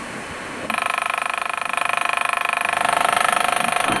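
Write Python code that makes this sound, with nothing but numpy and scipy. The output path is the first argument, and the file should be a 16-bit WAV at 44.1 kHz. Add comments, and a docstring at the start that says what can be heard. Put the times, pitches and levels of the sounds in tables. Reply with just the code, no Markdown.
"""A handheld magnetic-pulse applicator lies on a belly, cooling air rushing through its hose in a busy room.
At 0.7 s, with a soft handling bump, its coil starts to fire about 25 times a second; each pulse knocks
the plastic shell, which snaps, rings in its modes and rattles. Near 3 s the shell turns from the
microphone and the knock grows rounder and roomier. A rough swell with a thin squeal ends the scene."""
import sys
import numpy as np
from scipy import signal
from scipy.fft import rfft, irfft, next_fast_len
from scipy.io import wavfile

SR = 44100
rng = np.random.default_rng(int(sys.argv[2]) if len(sys.argv) > 2 else 0)


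def transcribe(signal):
    """Save signal, clipped to [-1, 1], as a 16-bit WAV file at the path in sys.argv[1]."""
    frames = np.atleast_2d(signal).T
    limited = np.clip(frames, -1, 1)
    pcm = np.round(limited * 32767).astype(np.int16)
    wavfile.write(sys.argv[1], SR, pcm)


N = 176400
TIME = np.arange(N) / SR

# low rumble: (frequency [Hz], relative level [dB]) and (time [s], level [dB])
RUMBLE_SPECTRUM = [(20, -36), (45, -14.5), (100, -5.5), (160, -3), (220, 2.5), (310, -0.5), (400, -11),
                   (520, -6), (800, -14.5), (2000, -60)]
RUMBLE_ENVELOPE = [(0, -36.5), (.3, -41), (.52, -40.5), (.65, -34), (.7, -39), (1, -48.5), (1.6, -47.5),
                   (1.85, -43.5), (2.4, -48), (2.85, -38.5), (3.4, -40), (3.8, -43), (4, -40)]
# dull swells: (time [s], half-length [s], frequency [Hz], half-width [Hz], level [dB])
DULL_SWELLS = [(0.166, 0.027, 215, 70, -37), (0.312, 0.014, 160, 70, -33), (0.46, .01, 250, 100, -38),
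               (0.638, 0.023, 590, 147, -30.5), (3.666, 0.066, 194, 67, -34), (3.928, 0.049, 246, 155, -26),
               (3.92, 0.077, 950, 775, -25)]
# cooling air: (frequency [Hz], relative level [dB]) and (time [s], level [dB])
AIR_SPECTRUM = [(200, -17), (350, -8.5), (520, -3.5), (730, -7), (1120, -6.5), (1230, -7), (1520, -5),
                (2450, -9), (3060, -16.5), (3700, -23), (4400, -18), (5200, -66), (8000, -70)]
AIR_ENVELOPE = [(0, -33), (.3, -32.5), (.66, -31.5), (.68, -38.5), (1.6, -41), (1.8, -40.5), (2.5, -41.5),
                (2.9, -32), (3.8, -32), (4, -29.5)]
# fan tones: (frequency [Hz], level relative to the air [dB], half-width [Hz])
FAN_TONES = [(1100, -10.5, 33), (1800, -18, 20), (2615, -19, 9.1), (3005, -20, 16), (6220, -27.5, 36),
             (5850, -41.5, 28)]
# vent hiss: (frequency [Hz], relative level [dB]) and (time [s], level [dB])
HISS_SPECTRUM = [(3000, -29), (4300, -10.5), (5000, -2), (6300, -5), (7800, -1), (9400, 2.5), (10500, -7.5),
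                 (11800, -11), (12300, -35)]
HISS_ENVELOPE = [(0, -44.5), (.66, -47), (.8, -54), (1.6, -53.5), (1.85, -54), (2.5, -57), (3, -48),
                 (4, -62)]
# reverberation time of the room: (frequency [Hz], T60 [s])
ROOM_DECAY = [(300, 0.22), (1500, 0.51), (4000, 0.047), (10000, 0.41)]
# strength of the knocks: (time [s], gain [dB])
KNOCK_GAIN = [(.7, -1), (1.2, -1.5), (1.5, -3.5), (1.69, -4), (1.78, 0.5), (2.2, 0.16), (2.6, -1.4),
              (2.9, 0.5), (3.4, 0.5), (3.7, -0.5), (3.87, -0.5), (3.97, -3)]
# angle of the shell to the microphone: (time [s], turn [0 facing, 1 turned away])
SHELL_TURN = [(1.9, 0.4), (2.4, 0.27), (2.68, 0.45), (2.85, 0.89), (3.05, 1)]
# bright snap and housing rattle, each: (frequency [Hz], relative level [dB])
SNAP_SPECTRUM = [(3000, -49), (5000, -25), (7500, -8), (8700, -14.5), (9600, 6.5), (10600, 4), (11700, -1),
                 (12100, -14)]
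RATTLE_SPECTRUM = [(350, -50), (600, -6.5), (1500, -3), (2400, -6.5), (3300, -5), (4300, -13),
                   (5000, -24.5), (5700, -16.5), (7400, -23), (8700, -11), (9400, -4), (10200, -12),
                   (11800, -19), (12200, -40.5)]
# shell modes: (frequency [Hz], T60 [s], gain facing [dB], gain turned away [dB])
SHELL_MODES = [(560.7, 0.021, -7.5, -3.5), (699.4, 0.044, -14, -6.5), (880, 0.044, -18, -14.5),
               (1060, 0.022, -4.5, -8), (1297, 0.029, -9, -8.5), (1440, 0.05, -20.5, -23.5),
               (1553, 0.017, -13, -12.5), (1698, 0.03, -15.5, -16), (1840, 0.041, -31, -26),
               (2050, 0.021, -25, -16.5), (2384, 0.028, -15, -15.5), (2467, 0.031, -11.5, -14.5),
               (2750, 0.021, -37, -16.5), (3076, 0.019, -33, -19.5), (3490, 0.009, -36, -25),
               (4120, 0.01, -20.5, -16.5)]
# radiation lobes sweeping past the microphone: (time [s], half-length [s], frequency [Hz], gain [dB])
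RADIATION_LOBES = [(2.86, 0.35, 781, 12.5), (2.66, 0.076, 1220, -5), (3.24, 0.22, 1300, 4),
                   (2.67, 0.16, 1590, 5), (3.23, 0.11, 1760, 8.5), (2.94, 0.12, 952, 6),
                   (2.62, 0.15, 2470, 3.5), (3.05, 0.37, 2450, -4.5)]


def amp(db):
    """Amplitude ratio of a level in decibels."""
    return 10 ** (np.asarray(db) / 20)


def unit(x):
    """Normalisation to an rms of 1."""
    return x / np.sqrt(np.mean(x ** 2) + 1e-20)


def along(points, hz):
    """Interpolation of (frequency [Hz], value) points on a logarithmic axis."""
    frequencies, values = np.transpose(points)
    return np.interp(np.log(hz + 1), np.log(frequencies + 1), values)


def at(points, s):
    """Linear interpolation of (time [s], value) points."""
    return np.interp(s, *np.transpose(points))


def bell(x, centre, half_width):
    """Gaussian curve of height 1, falling to 1/e at the half-width."""
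    return np.exp(-((x - centre) / half_width) ** 2)


def filtered(x, response):
    """Filtering as multiplication of the spectrum by a frequency response."""
    size = next_fast_len(N + SR // 2)
    return irfft(rfft(x, size) * response(np.fft.rfftfreq(size, 1 / SR)), size)[:N]


def minimum_phase(x, spectrum, size=4096):
    """Causal filtering: a minimum-phase response colours x, and nothing sounds before a hit."""
    cepstrum = irfft(np.log(amp(along(spectrum, np.fft.rfftfreq(size, 1 / SR)))))
    cepstrum[1:size // 2] *= 2
    cepstrum[size // 2 + 1:] = 0
    response = irfft(np.exp(rfft(cepstrum)))
    return signal.fftconvolve(x, response / np.linalg.norm(response))[:N]


def noise(spectrum):
    """Spectral shaping of white noise, at an rms of 1."""
    return unit(filtered(rng.standard_normal(N), lambda hz: amp(along(spectrum, hz))))


def band(centre_hz, half_width_hz):
    """Narrow-band noise with a Gaussian spectrum, at an rms of 1."""
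    return unit(filtered(rng.standard_normal(N), lambda hz: bell(hz, centre_hz, half_width_hz)))


def rumble():
    """Shaped noise: a low rumble that dips once the knocks begin and comes back up near 3 s."""
    return amp(at(RUMBLE_ENVELOPE, TIME)) * noise(RUMBLE_SPECTRUM)


def swells():
    """Amplitude modulation: bands of noise rise and fall under Gaussian envelopes."""
    return sum(amp(db) * bell(TIME, s, half) * band(hz, width) for s, half, hz, width, db in DULL_SWELLS)


def handling_bump(centre_s=0.72, half_s=0.032, hz=220.6, db=-29.5):
    """A tone pulse: its smooth envelope makes the bump soft and pitched."""
    return amp(db) * bell(TIME, centre_s, half_s) * np.sin(2 * np.pi * hz * TIME)


def squeal(start_s=3.9, rise_s=0.02, hz=3130, db=-32.5):
    """A pure tone: without overtones it sounds thin."""
    return amp(db) * np.clip((TIME - start_s) / rise_s, 0, 1) * np.sin(2 * np.pi * hz * TIME)


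def cooling_air():
    """Turbulent flow gives a broadband rush and a vent hiss; the fan adds fuzzy narrow-band tones."""
    tones = sum(amp(db) * band(hz, width) for hz, db, width in FAN_TONES)
    rush = amp(at(AIR_ENVELOPE, TIME)) * (noise(AIR_SPECTRUM) + tones)
    hiss = amp(at(HISS_ENVELOPE, TIME)) * noise(HISS_SPECTRUM)
    return rush + hiss


def reverberation(x, gain_db=-16.5, turned_db=4, delay_s=0.009):
    """Convolution with diffuse decaying tails, cross-faded as the hand and microphone move."""
    out = np.zeros(N)
    moments, spacing_s = np.linspace(0, N / SR, num=7, retstep=True)
    for moment in moments:
        hz, t, diffuse = signal.stft(rng.standard_normal(SR // 2), SR, nperseg=256)
        decay = np.exp(-np.log(1000) * t / along(ROOM_DECAY, hz)[:, None])
        tail = signal.istft(diffuse * decay, SR, nperseg=256)[1]
        crossfade = np.sqrt(np.maximum(1 - abs(TIME - moment) / spacing_s, 0))
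        add(out, delay_s, signal.fftconvolve(x * crossfade, tail / np.linalg.norm(tail)))
    return out * amp(gain_db + turned_db * at(SHELL_TURN, TIME))


def add(track, s, sound):
    """Superposition of a sound on a track, starting at s seconds."""
    part = track[round(s * SR):][:len(sound)]
    part += sound[:len(part)]


def pulse_times(first_s=0.6995, rate_hz=25.145):
    """Periodic excitation: the coil fires at a strictly even rate."""
    return np.arange(first_s, N / SR, 1 / rate_hz)


def dense_ringing(spectrum, gain_db, turned_db, hold_s, t60_s, repeat_share, colour_db, scatter_db=1.17):
    """Modal overlap: crowded resonances merge into a noise burst, partly alike on every pulse."""
    out, t = np.zeros(N), np.arange(SR // 15) / SR
    envelope = np.exp(-np.log(1000) * np.maximum(t - hold_s, 0) / t60_s)
    envelope_rms = np.sqrt(np.mean(envelope ** 2))
    repeating = np.sqrt(repeat_share) * rng.standard_normal(len(t))
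    for s in pulse_times():
        fresh = np.sqrt(1 - repeat_share) * rng.standard_normal(len(t))
        bins = rfft(repeating + fresh)
        colour = amp(colour_db * signal.resample(rng.standard_normal(60), len(bins)))
        burst = unit(envelope * irfft(bins * colour, len(t))) * envelope_rms
        db = gain_db + at(KNOCK_GAIN, s) + turned_db * at(SHELL_TURN, s)
        add(out, s, amp(db + scatter_db * rng.standard_normal()) * burst)
    return minimum_phase(out, spectrum)


def shell_knocks(lobes, lobe_octaves=0.14, passband_hz=(715, 4060)):
    """Free vibration: each pulse rings the same damped modes, and directivity sets their balance."""
    facing_attack_s, turned_attack_s = 0.00034, 0.00036
    knock_scatter_db, mode_scatter_db = 0.22, 0.66
    edge_hz, edge_scatter_db = 3300, 2  # the hard treble edge varies most from knock to knock
    out, t = np.zeros(N), np.arange(SR // 16) / SR
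    hz, t60, facing_db, turned_db = np.transpose(SHELL_MODES)
    modes = -np.cos(2 * np.pi * hz[:, None] * t) * np.exp(-np.log(1000) * t / t60[:, None])
    for s in pulse_times():
        turn = at(SHELL_TURN, s)
        db = at(KNOCK_GAIN, s) + facing_db + turn * (turned_db - facing_db)
        for lobe_s, half_s, lobe_hz, lobe_db in lobes:
            db += lobe_db * bell(s, lobe_s, half_s) * bell(np.log2(hz / lobe_hz), 0, lobe_octaves)
        db += knock_scatter_db * rng.standard_normal() + mode_scatter_db * rng.standard_normal(len(hz))
        db += edge_scatter_db * rng.standard_normal() * (hz > edge_hz)
        attack_s = facing_attack_s + turn ** 2 * (turned_attack_s - facing_attack_s)
        add(out, s, amp(db) @ modes * (1 - np.exp(-t / attack_s)))
    return signal.sosfilt(signal.butter(4, passband_hz, 'band', fs=SR, output='sos'), out)


def applicator():
    """Direct and reverberant fields of knock, snap and rattle; the lobes colour only the direct knock."""
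    snap = dense_ringing(SNAP_SPECTRUM, gain_db=-40, turned_db=8, hold_s=0.0061, t60_s=0.022,
                         repeat_share=0.18, colour_db=5.5)
    rattle = dense_ringing(RATTLE_SPECTRUM, gain_db=-34, turned_db=7.5, hold_s=0.0062, t60_s=0.12,
                           repeat_share=0.56, colour_db=3)
    direct = shell_knocks(RADIATION_LOBES) + snap + rattle
    return direct + reverberation(shell_knocks(lobes=[]) + snap + rattle)


def scene():
    """Superposition of all sources at one close microphone."""
    return (applicator() + cooling_air() + rumble() + swells() + handling_bump() + squeal())[None]


def record(dry):
    """Band limiting: an ideal low-pass filter removes the highest treble."""
    return filtered(dry[0], lambda hz: hz < 12150)[None]


dry = scene()
out = record(dry)
transcribe(out)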